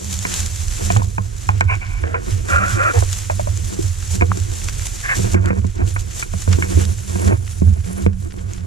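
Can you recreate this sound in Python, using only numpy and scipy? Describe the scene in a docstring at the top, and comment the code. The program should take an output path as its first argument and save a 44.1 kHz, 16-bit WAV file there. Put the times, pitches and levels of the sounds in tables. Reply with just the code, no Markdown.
"""Dry leaves swish and crackle right at the microphones, and twigs snap close by.
The place is a cane thicket, heard from the stereo pair of a body-worn camera pushed through it.
Stems knock, scrape and squeal on the case, which rocks between its two microphones and creaks
in its holder. Underneath, every step shakes the mount into a heavy low rumble."""
import sys
import numpy as np
from scipy import signal
from scipy.fft import rfft, irfft, next_fast_len
from scipy.io import wavfile
from scipy.ndimage import map_coordinates

SR = 44100
rng = np.random.default_rng(int(sys.argv[2]) if len(sys.argv) > 2 else 0)


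def int16_out(signal):
    """Quantize to a 16-bit WAV file."""
    q = np.round(np.clip(np.atleast_2d(signal).T, -1, 1) * 32767)
    wavfile.write(sys.argv[1], SR, q.astype(np.int16))


N = 381906

# foliage pressing on the body: (time [s], blade swish [dB], stalk crunch [dB])
BRUSHING = [(0, -37.5, -62), (.3, -30.5, -38), (.55, -34.5, -47.5), (.93, -32.5, -39), (1.03, -43.5, -58),
            (1.6, -45, -43.5), (2.17, -50, -49.5), (2.3, -41, -46.5), (3.0, -34.5, -41.5),
            (3.35, -37, -45.5), (4.5, -37.5, -46), (5.33, -34, -38.5), (5.4, -46.5, -51), (5.83, -49, -50),
            (5.95, -42, -47.5), (6.75, -38, -49.5), (7.7, -47, -52), (8.66, -54.5, -59)]
# single sprays passing the microphones: (time [s], length [s], swish [dB], crunch [dB])
SPRAYS = [(0.104, 0.027, -31, -49), (.29, 0.11, -29, -38), (0.84, 0.048, -32.5, -45),
          (1.412, 0.026, -39.5, -48), (2.272, .06, -38, -43), (2.502, 0.058, -32.5, -40),
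          (2.678, .06, -35, -38), (2.96, 0.047, -34.5, -41), (3.126, 0.011, -31, -40),
          (3.84, 0.052, -37, -56), (4.129, 0.016, -28, -46), (4.563, 0.077, -35, -60),
          (4.834, 0.13, -37.5, -56), (5.173, 0.06, -30, -40.5), (5.882, 0.033, -36.5, -57),
          (6.164, 0.054, -33, -72), (6.395, 0.04, -36.5, -49), (6.526, .02, -41, -35),
          (6.606, 0.027, -32.5, -43), (6.71, 0.11, -33.5, -36.5), (7.079, 0.2, -36.5, -43),
          (7.51, 0.018, -39.5, -53), (7.85, 0.19, -46.5, -50.5), (8.228, 0.049, -53, -65),
          (8.508, 0.068, -47.5, -46)]
# drier leaves add a fine sizzle near 10 kHz: (time [s], level against the swish [dB])
LEAF_DRYNESS = [(0, -18), (1.2, -15), (2.2, -14), (6.3, -15), (7.2, -7), (7.9, -5.5), (8.66, -10.5)]
# spectra of the swish, sizzle and crunch at close range: (frequency [Hz], relative density [dB])
SWISH_SPECTRUM = [(1500, -10), (3500, -5), (5000, -5), (6300, 1), (7300, 2.5), (7800, 1), (8500, -9),
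                  (10000, -10), (11500, -13), (13200, -16.5), (14300, -32), (15500, -52)]
SIZZLE_SPECTRUM = [(5000, -54), (8300, -4), (9300, -3), (10200, -1), (11500, -12), (13500, -17),
                   (15000, -46)]
CRUNCH_SPECTRUM = [(200, -1), (500, -12), (900, -5), (1500, 5), (2200, 3.5), (3000, 3), (4200, -2.5),
                   (5500, 0), (8000, -7.5), (12000, -66)]
def leaves():
    """Blades swish and sizzle against the wearer; stalks and litter crunch lower down."""
    rise_s, fall_s = .062, .071
    blade_sweeps = swells([(s, length, db) for s, length, db, _ in SPRAYS], rise_s, fall_s)
    stalk_sweeps = swells([(s, length, db) for s, length, _, db in SPRAYS], rise_s, fall_s)
    blades_db, stalks_db = curves(BRUSHING)
    blades = np.hypot(amp(blades_db), blade_sweeps)
    stalks = np.hypot(amp(stalks_db), stalk_sweeps)
    dry_blades = blades * amp(curves(LEAF_DRYNESS)[0])
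    swish = blades * foliage(SWISH_SPECTRUM, rate=3000, spread_db=2, hiss_db=-.5, clump_db=3)
    sizzle = dry_blades * foliage(SIZZLE_SPECTRUM, rate=3000, spread_db=3.5, hiss_db=-.5, clump_db=5.5)
    crunch = stalks * foliage(CRUNCH_SPECTRUM, rate=2000, spread_db=4, hiss_db=0, clump_db=5.5)
    unevenness = amp(1.4 * wobble(22))
    return lulls() * unevenness * (swish + sizzle + crunch)


# stereo width of the leaves at the pair: (frequency [Hz], side minus mid [dB])
LEAF_WIDTH = [(500, 7.5), (3000, -8), (4300, -10), (5800, -2.5), (7300, -3.5), (8500, 2), (14000, -1)]
# their balance: (frequency [Hz], left minus right [dB])
LEAF_BALANCE = [(1000, 1), (3500, 0), (5800, 0.5), (7500, 3), (8800, -7.5), (14000, -3)]
def foliage(spectrum, rate, spread_db, hiss_db, clump_db):
    """Near leaves tick in clumps over the hiss of many farther ones."""
    clumps = amp(clump_db * (wobble(45) + wobble(220)))
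    ticks = np.array([grains(rate, spread_db), grains(rate, spread_db)])
    rustle = unit(clumps * ticks) + amp(hiss_db) * rng.standard_normal((2, N))
    mid = filtered(rustle[0], lambda hz: amp(along(spectrum, hz)))
    side = filtered(rustle[1], lambda hz: amp(along(spectrum, hz) + along(LEAF_WIDTH, hz)))
    stereo = np.array([mid + side, mid - side]) / np.std(mid)
    return filtered(stereo, lambda hz: balance(along(LEAF_BALANCE, hz)))


# dips in the rustle at hard blows on the case: (time [s], depth [dB])
RUSTLE_DIPS = [(1.615, 10), (2.565, 6), (4.215, 4.5), (5.35, 11), (5.49, 3.5), (8.068, 12)]
def lulls(onset_s=.01, return_s=.074):
    """Gain of the rustle: a quick drop, then a gradual return."""
    t, dip_db = np.arange(N) / SR, 0
    for s, depth_db in RUSTLE_DIPS:
        onset = np.clip((t - s) / onset_s, 0, 1)
        dip_db += depth_db * onset * np.exp(-((t - s) / return_s) ** 2)
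    return amp(-dip_db)


# twigs and dry leaves breaking close by: (time [s], level [dB], woody band [dB], left minus right [dB])
TWIG_BREAKS = [(0.19, -16, -6, -5), (0.27, -21, -17, 3), (0.3406, -11, -4, 1), (0.404, -14, -25, 3),
               (0.462, -16.5, -31, 0), (0.6826, -23, -24, 5), (0.7113, -26, -17, 1.5),
               (0.922, -15.5, -24, 4), (0.969, -16.5, 2, -5), (1.4885, -24.5, -16, -10),
               (1.6077, -23.5, -29, -18), (2.4857, -25, -22, -2), (3.1293, -12.5, -30, 7),
               (3.5743, -20.5, -26, 2), (4.373, -21.5, -18, 6), (4.4007, -24, -17, 2), (5.4586, -23, 4, 6),
               (5.6675, -31.5, -19, 5), (5.876, -28, 5, 4), (6.528, -15.5, -25, -1), (6.8525, -20, -27, -6),
               (8.5346, -24, -13, -1.5)]
# spectrum of a break: (frequency [Hz], relative density [dB])
TWIG_SPECTRUM = [(600, -17), (2500, -2.5), (5000, -0.5), (7300, 10), (9000, -7), (12000, -15), (15500, -38)]
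def snaps(span_s=.00078):
    """Each break cracks and splinters briefly, with the energy of its level held for span_s."""
    out, t = np.zeros((2, N)), np.arange(2048) / SR
    fracture = amp(-60 * t / .006) + amp(-13 - 60 * t / .035)
    for s, db, woody_db, left_db in TWIG_BREAKS:
        burst = fracture * (rng.standard_normal(len(t)) + .62 * rng.standard_normal((2, len(t))))
        wood = lambda hz: 1 + amp(woody_db) * band((2200, 5000), hz)
        crack = filtered(burst, lambda hz: amp(along(TWIG_SPECTRUM, hz)) * wood(hz))
        crack *= np.sqrt(span_s * SR) / np.linalg.norm(crack.mean(0))
        add(out, s, amp(db) * crack * balance(left_db))
    return out


# modes of the case that holds the microphones: (frequency [Hz], width [Hz], level [dB])
CASE_MODES = [(190.5, 16.4, 7), (254, 104, -4.5), (347, 36, 5.5), (413, 41, 0), (478.6, 20, 6),
              (600, 125, -3), (708, 144, -11), (1030, 126, 2.5), (1206, 250, 1.5), (1395, 50, -4),
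              (1540, 260, 7.5), (1810, 46, 6), (2190, 190, 8), (2370, 150, 3)]
# the thump, thud, knock and clack registers: (low edge [Hz], high edge [Hz])
KNOCK_REGISTERS = [(140, 280), (280, 520), (520, 1000), (1000, 2800)]
# stems hitting the case:
# (time [s], thump [dB], thud [dB], knock [dB], clack [dB], chatter t60 [s], stem note [Hz])
STEM_HITS = [(.251, -29, -31, -27.5, -25, 0.015, 2030), (.902, -28, -30, -19, -25, 0.023, 700),
             (.963, -35, -35, -22.5, -27.5, .018, 810), (1.019, -34, -54, -20, -43, 0.0081, 1062),
             (1.181, -28, -33, -19.5, -30, 0.017, 1060), (1.49, -29, -35.5, -15.5, -23.5, 0.014, 850),
             (1.609, -30, -33, -16.5, -18, .018, 1530), (2.038, -36, -31, -31, -30, 0.021, 474.6),
             (2.143, -57, -36, -21, -26, 0.073, 476), (3.023, -55, -27, -22, -37, 0.038, 471),
             (3.298, -40, -35, -14.5, -30.5, 0.054, 596), (3.394, -33.5, -41, -16.5, -41, 0.018, 600),
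             (3.471, -34, -42, -19, -44, 0.02, 596), (3.787, -30, -18.5, -40, -57, 0.028, 402.5),
             (4.21, -35, -22, -27, -23.5, 0.038, 1607), (4.221, -28.5, -20, -20, -23, 0.03, 696.4),
             (5.192, -23, -25, -29, -51, 0.033, 350), (5.343, -19.5, -16.5, -25, -27, .032, 352),
             (5.505, -24, -24.5, -24, -30.5, .02, 500), (5.644, -23.5, -28.5, -35, -45, 0.032, 350),
             (5.962, -39, -41, -29.5, -28, 0.019, 1455), (6.225, -48, -43, -40, -25, 0.036, 1408),
             (6.337, -26.5, -38, -31, -40, 0.015, 673), (6.476, -27, -24, -29, -38.5, .014, 468),
             (6.585, -25, -21.5, -29, -49, 0.022, 350.6), (6.623, -28, -44, -39, -21, 0.011, 2200),
             (6.772, -22, -18, -36, -44, 0.052, 356), (7.156, -27, -38, -29, -38, 0.023, 351.4),
             (7.618, -15.5, -24, -30, -49, .023, 400), (8.063, -14.5, -15, -26, -31, .014, 465)]
def knocks(span_s=.033, stem_width_hz=58, stem_db=6, size=12288):
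    """A stem hits and chatters on the case, ringing both; where it lands weights the four registers."""
    out, t, hz = np.zeros((2, N)), np.arange(size) / SR, np.fft.rfftfreq(size, 1 / SR)
    centres_hz = np.sqrt(np.prod(KNOCK_REGISTERS, axis=1))
    case = ringing(CASE_MODES, hz)
    passband = band((150, 2650), hz) * causal(1 / (1 + (hz / 2900) ** 10))
    # the lowest mode moves both microphones more nearly in step
    microphones = mic_pair(phase_rad=along([(195, 1.46), (260, 2.48)], hz),
                           left_db=along([(195, -6.5), (330, -1)], hz))
    for s, *levels_db, t60, stem_hz in STEM_HITS:
        chatter = amp(-60 * t / t60) + amp(-18 - 60 * t / .13)  # the stem rattles on faintly
        force = chatter * rng.standard_normal(size)
        force[0] += 3.5  # the first contact
        stem = ringing([(stem_hz, stem_width_hz, stem_db)], hz)
        ring = rfft(force) * passband * (case + stem)
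        # each register gets about the energy of its level held for span_s
        bin_energy = np.abs(ring) ** 2 * 2 / size
        energy = np.array([bin_energy[(hz > lo) & (hz < hi)].sum() for lo, hi in KNOCK_REGISTERS])
        gains_db = np.array(levels_db) - 10 * np.log10(energy / (span_s * SR))
        colour = causal(amp(along(np.c_[centres_hz, gains_db], hz)))
        add(out, s, irfft(ring * colour * microphones))
    return out


SCRAPE_RISE_S, SCRAPE_FALL_S = .018, .032
# stems dragged along the case, two lists each: pushes (time [s], length [s], level [dB])
# and resonances (frequency [Hz], width [Hz], level [dB])
STEM_DRAGS = [([(1.695, 0.046, -20), (1.82, .015, -27.5), (1.86, 0.14, -37.5)], [(790, 59, -4),
              (1046, 120, -1), (1510, 200, -1.5), (2230, 160, 0.5), (2300, 90, -2)]), ([(2.05, 0.073, -31),
              (2.147, 0.019, -21)], [(469.6, 12, 1.5), (604, 80, -12), (1470, 230, -14)]),
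              ([(2.49, 0.12, -21.5), (2.525, 0.044, -15), (2.615, .04, -17.5), (2.67, 0.15, -25.5),
              (2.79, 0.11, -17)], [(339.7, 60, -16), (582.6, 44, 1.5), (756, 47, -5.5), (1198, 115, -1.5),
              (1391, 60, 8.5), (1570, 100, -4), (1880, 40, -6), (2330, 130, -7)]), ([(2.945, 0.039, -21)],
              [(475, 20, 3), (756, 370, -12), (1640, 180, -17)]), ([(5.045, 0.017, -21.5),
              (5.093, 0.04, -16)], [(726, 193, -12), (1150, 107, -5), (1692, 164, 6), (2066, 147, -6)]),
              ([(5.365, .01, -30.5), (5.455, 0.052, -29)], [(1215, 90, -4), (1502, 250, 4),
              (1996, 400, -11)])]
def scrapes():
    """Ribbed stems stick and slip unevenly; rasp and squeal reach the microphones through the case."""
    slip_hz = 150 * np.exp(.3 * wobble(15) + .3 * wobble(150))
    slip_count = np.floor(np.cumsum(slip_hz) / SR)
    slips = np.diff(slip_count, prepend=0) * amp(1.5 * wobble(200))
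    force = unit(slips) + 1.83 * grains(rate=2500, spread_db=1.5)
    passband = lambda hz: band((280, 2700), hz) / (1 + (hz / 2900) ** 20)
    out = np.zeros(N)
    for pushes, modes in STEM_DRAGS:
        rasp = filtered(force, lambda hz: ringing(modes, hz) * passband(hz))
        out += swells(pushes, SCRAPE_RISE_S, SCRAPE_FALL_S) * unit(rasp)
    return rocking(out + squeals(), phase_rad=2.18, left_db=-1.1)


# stems slipping evenly: (time [s], length [s], level before colouring [dB], pitch [Hz], rise [Hz/s])
STEM_SQUEALS = [(2.524, 0.069, -25, 585, 700), (2.62, 0.085, -27, 630, 1400), (2.797, .035, -22, 515, 1792),
                (2.851, 0.039, -21.5, 615, 1500)]
# how the case colours the harmonics: (frequency [Hz], gain [dB])
CASE_COLOUR = [(400, -10), (520, 1), (620, -3.5), (800, -20), (1000, -21), (1220, 1.5), (1380, 10.5),
               (1700, -12), (2400, -18), (3000, -37)]
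def squeals():
    """Fast, nearly even slipping on the case gives a rough tone that rises as the stem speeds up."""
    out, t = np.zeros(N), np.arange(N) / SR
    for s, length, db, first_hz, rise in STEM_SQUEALS:
        pitch = first_hz + rise * np.clip(t - s, -SCRAPE_RISE_S, length + SCRAPE_FALL_S)
        phase = 2 * np.pi * np.cumsum(pitch * (1 + .015 * wobble(250))) / SR
        tone = sum(amp(along(CASE_COLOUR, k * pitch)) * np.sin(k * phase) for k in range(1, 5))
        roughness = amp(2.4 * wobble(180))
        out += swells([(s, length, db)], SCRAPE_RISE_S, SCRAPE_FALL_S) * roughness * tone
    return out


def leaf_flick(time_s=4.3175, gain_db=2, pitch_hz=1190, t60_s=.0073, attack_s=.00046):
    """A leaf tip flicks the microphone ports: a short hollow pop, nearly alike on both sides."""
    out, t = np.zeros((2, N)), np.arange(2048) / SR
    envelope = amp(gain_db - 60 * t / t60_s) * (1 - np.exp(-t / attack_s))
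    pop = envelope * np.sin(2 * np.pi * pitch_hz * t)
    add(out, time_s, rocking(pop, phase_rad=.6, left_db=2))
    return out


SHIFT_RISE_S, SHIFT_FALL_S = .072, .11
# the case shifting in its holder: (time [s], length [s], creak [dB], mount drone [dB])
CASE_SHIFTS = [(0.012, 0.19, -43, -38.5), (0.298, 0.14, -36.5, -39), (0.816, .18, -26, -31.5),
               (1.5, 0.23, -38.5, -54), (2.054, 0.46, -31, -53), (2.56, .1, -28, -33),
               (2.745, 0.21, -30.5, -58), (3.335, 0.39, -41, -47), (3.71, 0.12, -31.5, -45),
               (4.15, 0.22, -30.5, -36), (4.496, 0.19, -36.5, -53), (5.197, 0.38, -25.5, -32.5),
               (5.797, 0.047, -24.5, -41), (6.091, .03, -38.5, -48), (6.501, .14, -30, -34.5),
               (6.688, 0.18, -28.5, -33.5), (7.087, 0.1, -30.5, -36.5), (7.244, .07, -18.5, -33),
               (7.632, 0.092, -34, -31), (7.88, .16, -30, -34.5), (8.079, 0.061, -37, -25.5),
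               (8.248, 0.63, -36, -43)]
# the dull colour of the rubbing, laid over the case modes: (frequency [Hz], gain [dB])
CREAK_COLOUR = [(150, -28), (195, 7), (250, 2.5), (350, 2), (520, -3), (750, -2.5), (1000, -14.5),
                (2000, -23), (2800, -29.5), (4000, -56)]
def creak():
    """The case rubs in its holder, right at the microphones, in small dull jolts."""
    jolts = grains(rate=700, spread_db=1) * amp(3.5 * wobble(40))
    body = unit(filtered(jolts, lambda hz: ringing(CASE_MODES, hz) * amp(along(CREAK_COLOUR, hz))))
    shifts = [(s, length, db) for s, length, db, _ in CASE_SHIFTS]
    rubbing = swells(shifts, SHIFT_RISE_S, SHIFT_FALL_S, floor_db=-42.5)
    return rocking(rubbing * body, phase_rad=2.56, left_db=-1.5)


# slow sway of the wearer's body: (time [s], level [dB])
BODY_SWAY = [(0, -44), (.4, -31.5), (.85, -23.5), (1.15, -30), (1.9, -31), (2.3, -28), (2.9, -30),
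             (5.04, -29), (5.23, -25), (5.45, -30), (6.7, -30.5), (7.3, -31.5), (7.7, -35), (8.05, -29.5),
             (8.66, -32)]
# spectrum of the sway: (frequency [Hz], relative density [dB])
SWAY_SPECTRUM = [(10, -40), (20, -3), (28, 1), (50, 0), (70, -5), (130, -12), (170, -24), (300, -50),
                 (600, -100)]
# steps and jerks that swing the mount: (time [s], level [dB], base frequency under that grip [Hz])
STEPS = [(.12, -22, 82.74), (.39, -19, 83.1), (.61, -20.5, 85), (.83, -19.5, 85.65), (0.951, -13, 96.7),
         (1.08, -22, 97.06), (1.2, -21, 98.35), (1.5, -14.5, 96.7), (1.648, -14, 93.87), (2.04, -19, 83),
         (2.33, -16, 92.6), (2.54, -18.5, 82.5), (2.74, -18.5, 98.4), (2.98, -12, 92.9), (3.31, -21, 92),
         (3.48, -17, 98.3), (3.599, -22, 92.1), (3.84, -16, 92.1), (4.12, -17.5, 90.05), (4.22, -12.5, 89),
         (4.41, -17.5, 93.6), (4.68, -23, 90), (5.19, -15, 100.9), (5.35, -11.5, 94.74), (5.47, -18, 91.3),
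         (5.6, -15, 93.3), (5.831, -13, 94.4), (5.96, -28, 92.3), (6.339, -19.5, 89), (6.49, -14.5, 86.94),
         (6.6, -21.5, 85.56), (6.771, -11, 84.15), (6.87, -26, 84.5), (7.11, -18.5, 84.66),
         (7.26, -12.5, 88), (7.34, -17, 96.8), (7.621, -13.5, 81.8), (7.68, -11.5, 79.15),
         (8.06, -14.5, 84.5), (8.45, -25, 90.2), (8.64, -18.5, 93.2)]
# resonances of the mount: (frequency [Hz], width [Hz], level [dB])
MOUNT_MODES = [(83.7, 18, 3.5), (96.6, 15, 1)]
def rumble(rise_s=.047, hold_s=.015, tremble_db=-13.5):
    """Steps come up through the mount: a lumpy sway and a boom near 90 Hz that trembles on."""
    lows = filtered(rng.standard_normal(N), lambda hz: amp(along(SWAY_SPECTRUM, hz)))
    sway = amp(curves(BODY_SWAY)[0]) * unit(lows * amp(2.1 * wobble(12)))
    # the mount swings in two directions at different rates, so the boom beats
    _, base_hz = curves(STEPS)
    main_swing = resonance(1.02 * base_hz, wander_rad=.8, flutter_db=2)
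    cross_swing = amp(-7.5) * resonance(.84 * base_hz, wander_rad=.8, flutter_db=2)
    jolts = [(s, hold_s, db) for s, db, _ in STEPS]
    boom = swells(jolts, rise_s, fall_s=.19) * unit(main_swing + cross_swing)
    aftershocks = [(s, hold_s, db + tremble_db) for s, db, _ in STEPS]
    shaking = filtered(rng.standard_normal(N), lambda hz: ringing(MOUNT_MODES, hz) * band((62, 122), hz))
    tremble = swells(aftershocks, rise_s, fall_s=.5, floor_db=-34) * unit(shaking)
    return rocking(sway + boom + tremble, phase_rad=-.5, left_db=-6.5)


def mount_drone(pitch_hz=189):
    """A higher, weaker resonance of the mount swells as the case shifts."""
    shifts = [(s, length, db) for s, length, _, db in CASE_SHIFTS]
    strain = swells(shifts, SHIFT_RISE_S, SHIFT_FALL_S, floor_db=-51)
    drone = strain * resonance(np.full(N, pitch_hz), wander_rad=1.7, flutter_db=3.5)
    return rocking(drone, phase_rad=1.1, left_db=-9)


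def rocking(x, phase_rad, left_db):
    """Vibration of the case reaches the two microphones out of step."""
    return filtered(x, lambda hz: mic_pair(phase_rad, left_db))


def mic_pair(phase_rad, left_db):
    """Left and right responses, apart by this phase and level."""
    return balance(left_db) * np.exp(1j * np.outer([.5, -.5], phase_rad))


def balance(left_db):
    """Left and right gains, the left higher by left_db."""
    return amp(np.outer([.5, -.5], left_db))


def resonance(hz, wander_rad, flutter_db):
    """A randomly shaken resonance: its phase drifts and its size flutters."""
    phase = 2 * np.pi * np.cumsum(hz) / SR + wander_rad * wobble(24)
    return unit(np.sin(phase) * amp(flutter_db * wobble(32)))


def ringing(modes, hz):
    """The summed response of (frequency [Hz], width [Hz], level [dB]) resonances."""
    grid = np.geomspace(20, SR / 2, 3000)
    total = sum(amp(db) * 1j * grid * width / (centre ** 2 - grid ** 2 + 1j * grid * width)
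                for centre, width, db in modes)
    return np.interp(hz, grid, total)


def grains(rate, spread_db):
    """Tiny random impulses, about rate a second, a few much stronger than the rest."""
    sizes = amp(spread_db * np.minimum(rng.exponential(size=N), 4))
    return unit((rng.random(N) < rate / SR) * sizes * rng.choice([-1, 1], N))


def swells(rows, rise_s, fall_s, floor_db=-120, step=32):
    """Gain of (time [s], length [s], level [dB]) events, moving 20 dB per rise_s and fall_s."""
    t = np.arange(0, N + step, step) / SR
    power = amp(floor_db) ** 2
    for s, length, db in rows:
        away = np.maximum(s - t, 0) / rise_s + np.maximum(t - s - length, 0) / fall_s
        power = power + amp(db - 20 * np.minimum(away, 10)) ** 2
    return np.interp(np.arange(N) / SR, t, np.sqrt(power))


def wobble(rate, step=16):
    """A smooth random curve, rate knots a second."""
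    coarse = np.arange(0, N + step, step)
    knots = rng.standard_normal(int(N * rate / SR) + 4)
    return np.interp(np.arange(N), coarse, map_coordinates(knots, [coarse * rate / SR], mode="nearest"))


def curves(rows):
    """One value per sample for each column after the time."""
    times, *columns = np.transpose(rows)
    return [np.interp(np.arange(N) / SR, times, column) for column in columns]


def along(points, hz):
    """(frequency [Hz], value) points read on a log axis."""
    frequencies, values = np.transpose(points)
    return np.interp(np.log(hz + 1), np.log(frequencies + 1), values)


def filtered(x, response):
    """x through a complex response of frequency."""
    n = x.shape[-1]
    padded = next_fast_len(n + 8192, True)
    return irfft(rfft(x, padded) * response(np.fft.rfftfreq(padded, 1 / SR)), padded)[..., :n]


def band(edges, hz):
    """A causal band-pass response."""
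    return signal.freqs(*signal.butter(3, edges, "band", analog=True), hz)[1]


def causal(gain):
    """The response with this gain that rings only after the blow."""
    cepstrum = irfft(np.log(gain + 1e-6))
    half = len(cepstrum) // 2
    return np.exp(rfft(np.r_[cepstrum[0], 2 * cepstrum[1:half], np.zeros(half)]))


def add(track, s, sound):
    """Mix a sound in at time s."""
    start = round(s * SR)
    part = sound[:, :N - start]
    track[:, start:start + part.shape[1]] += part


def amp(db):
    """Decibels to gain."""
    return 10 ** (np.asarray(db) / 20)


def unit(x):
    """Scaled to rms 1."""
    return x / np.sqrt(np.mean(np.abs(x) ** 2) + 1e-20)


def scene():
    """Close leaves and twigs through the air, plus everything that touches or shakes the camera."""
    return leaves() + snaps() + knocks() + leaf_flick() + scrapes() + creak() + rumble() + mount_drone()


def record(dry):
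    """The camera rounds off the highest peaks and keeps nothing above 15.5 kHz."""
    rounded = dry / (1 + np.abs(dry) ** 8) ** (1 / 8)
    return filtered(rounded, lambda hz: hz < 15500)


dry = scene()
out = record(dry)
int16_out(out)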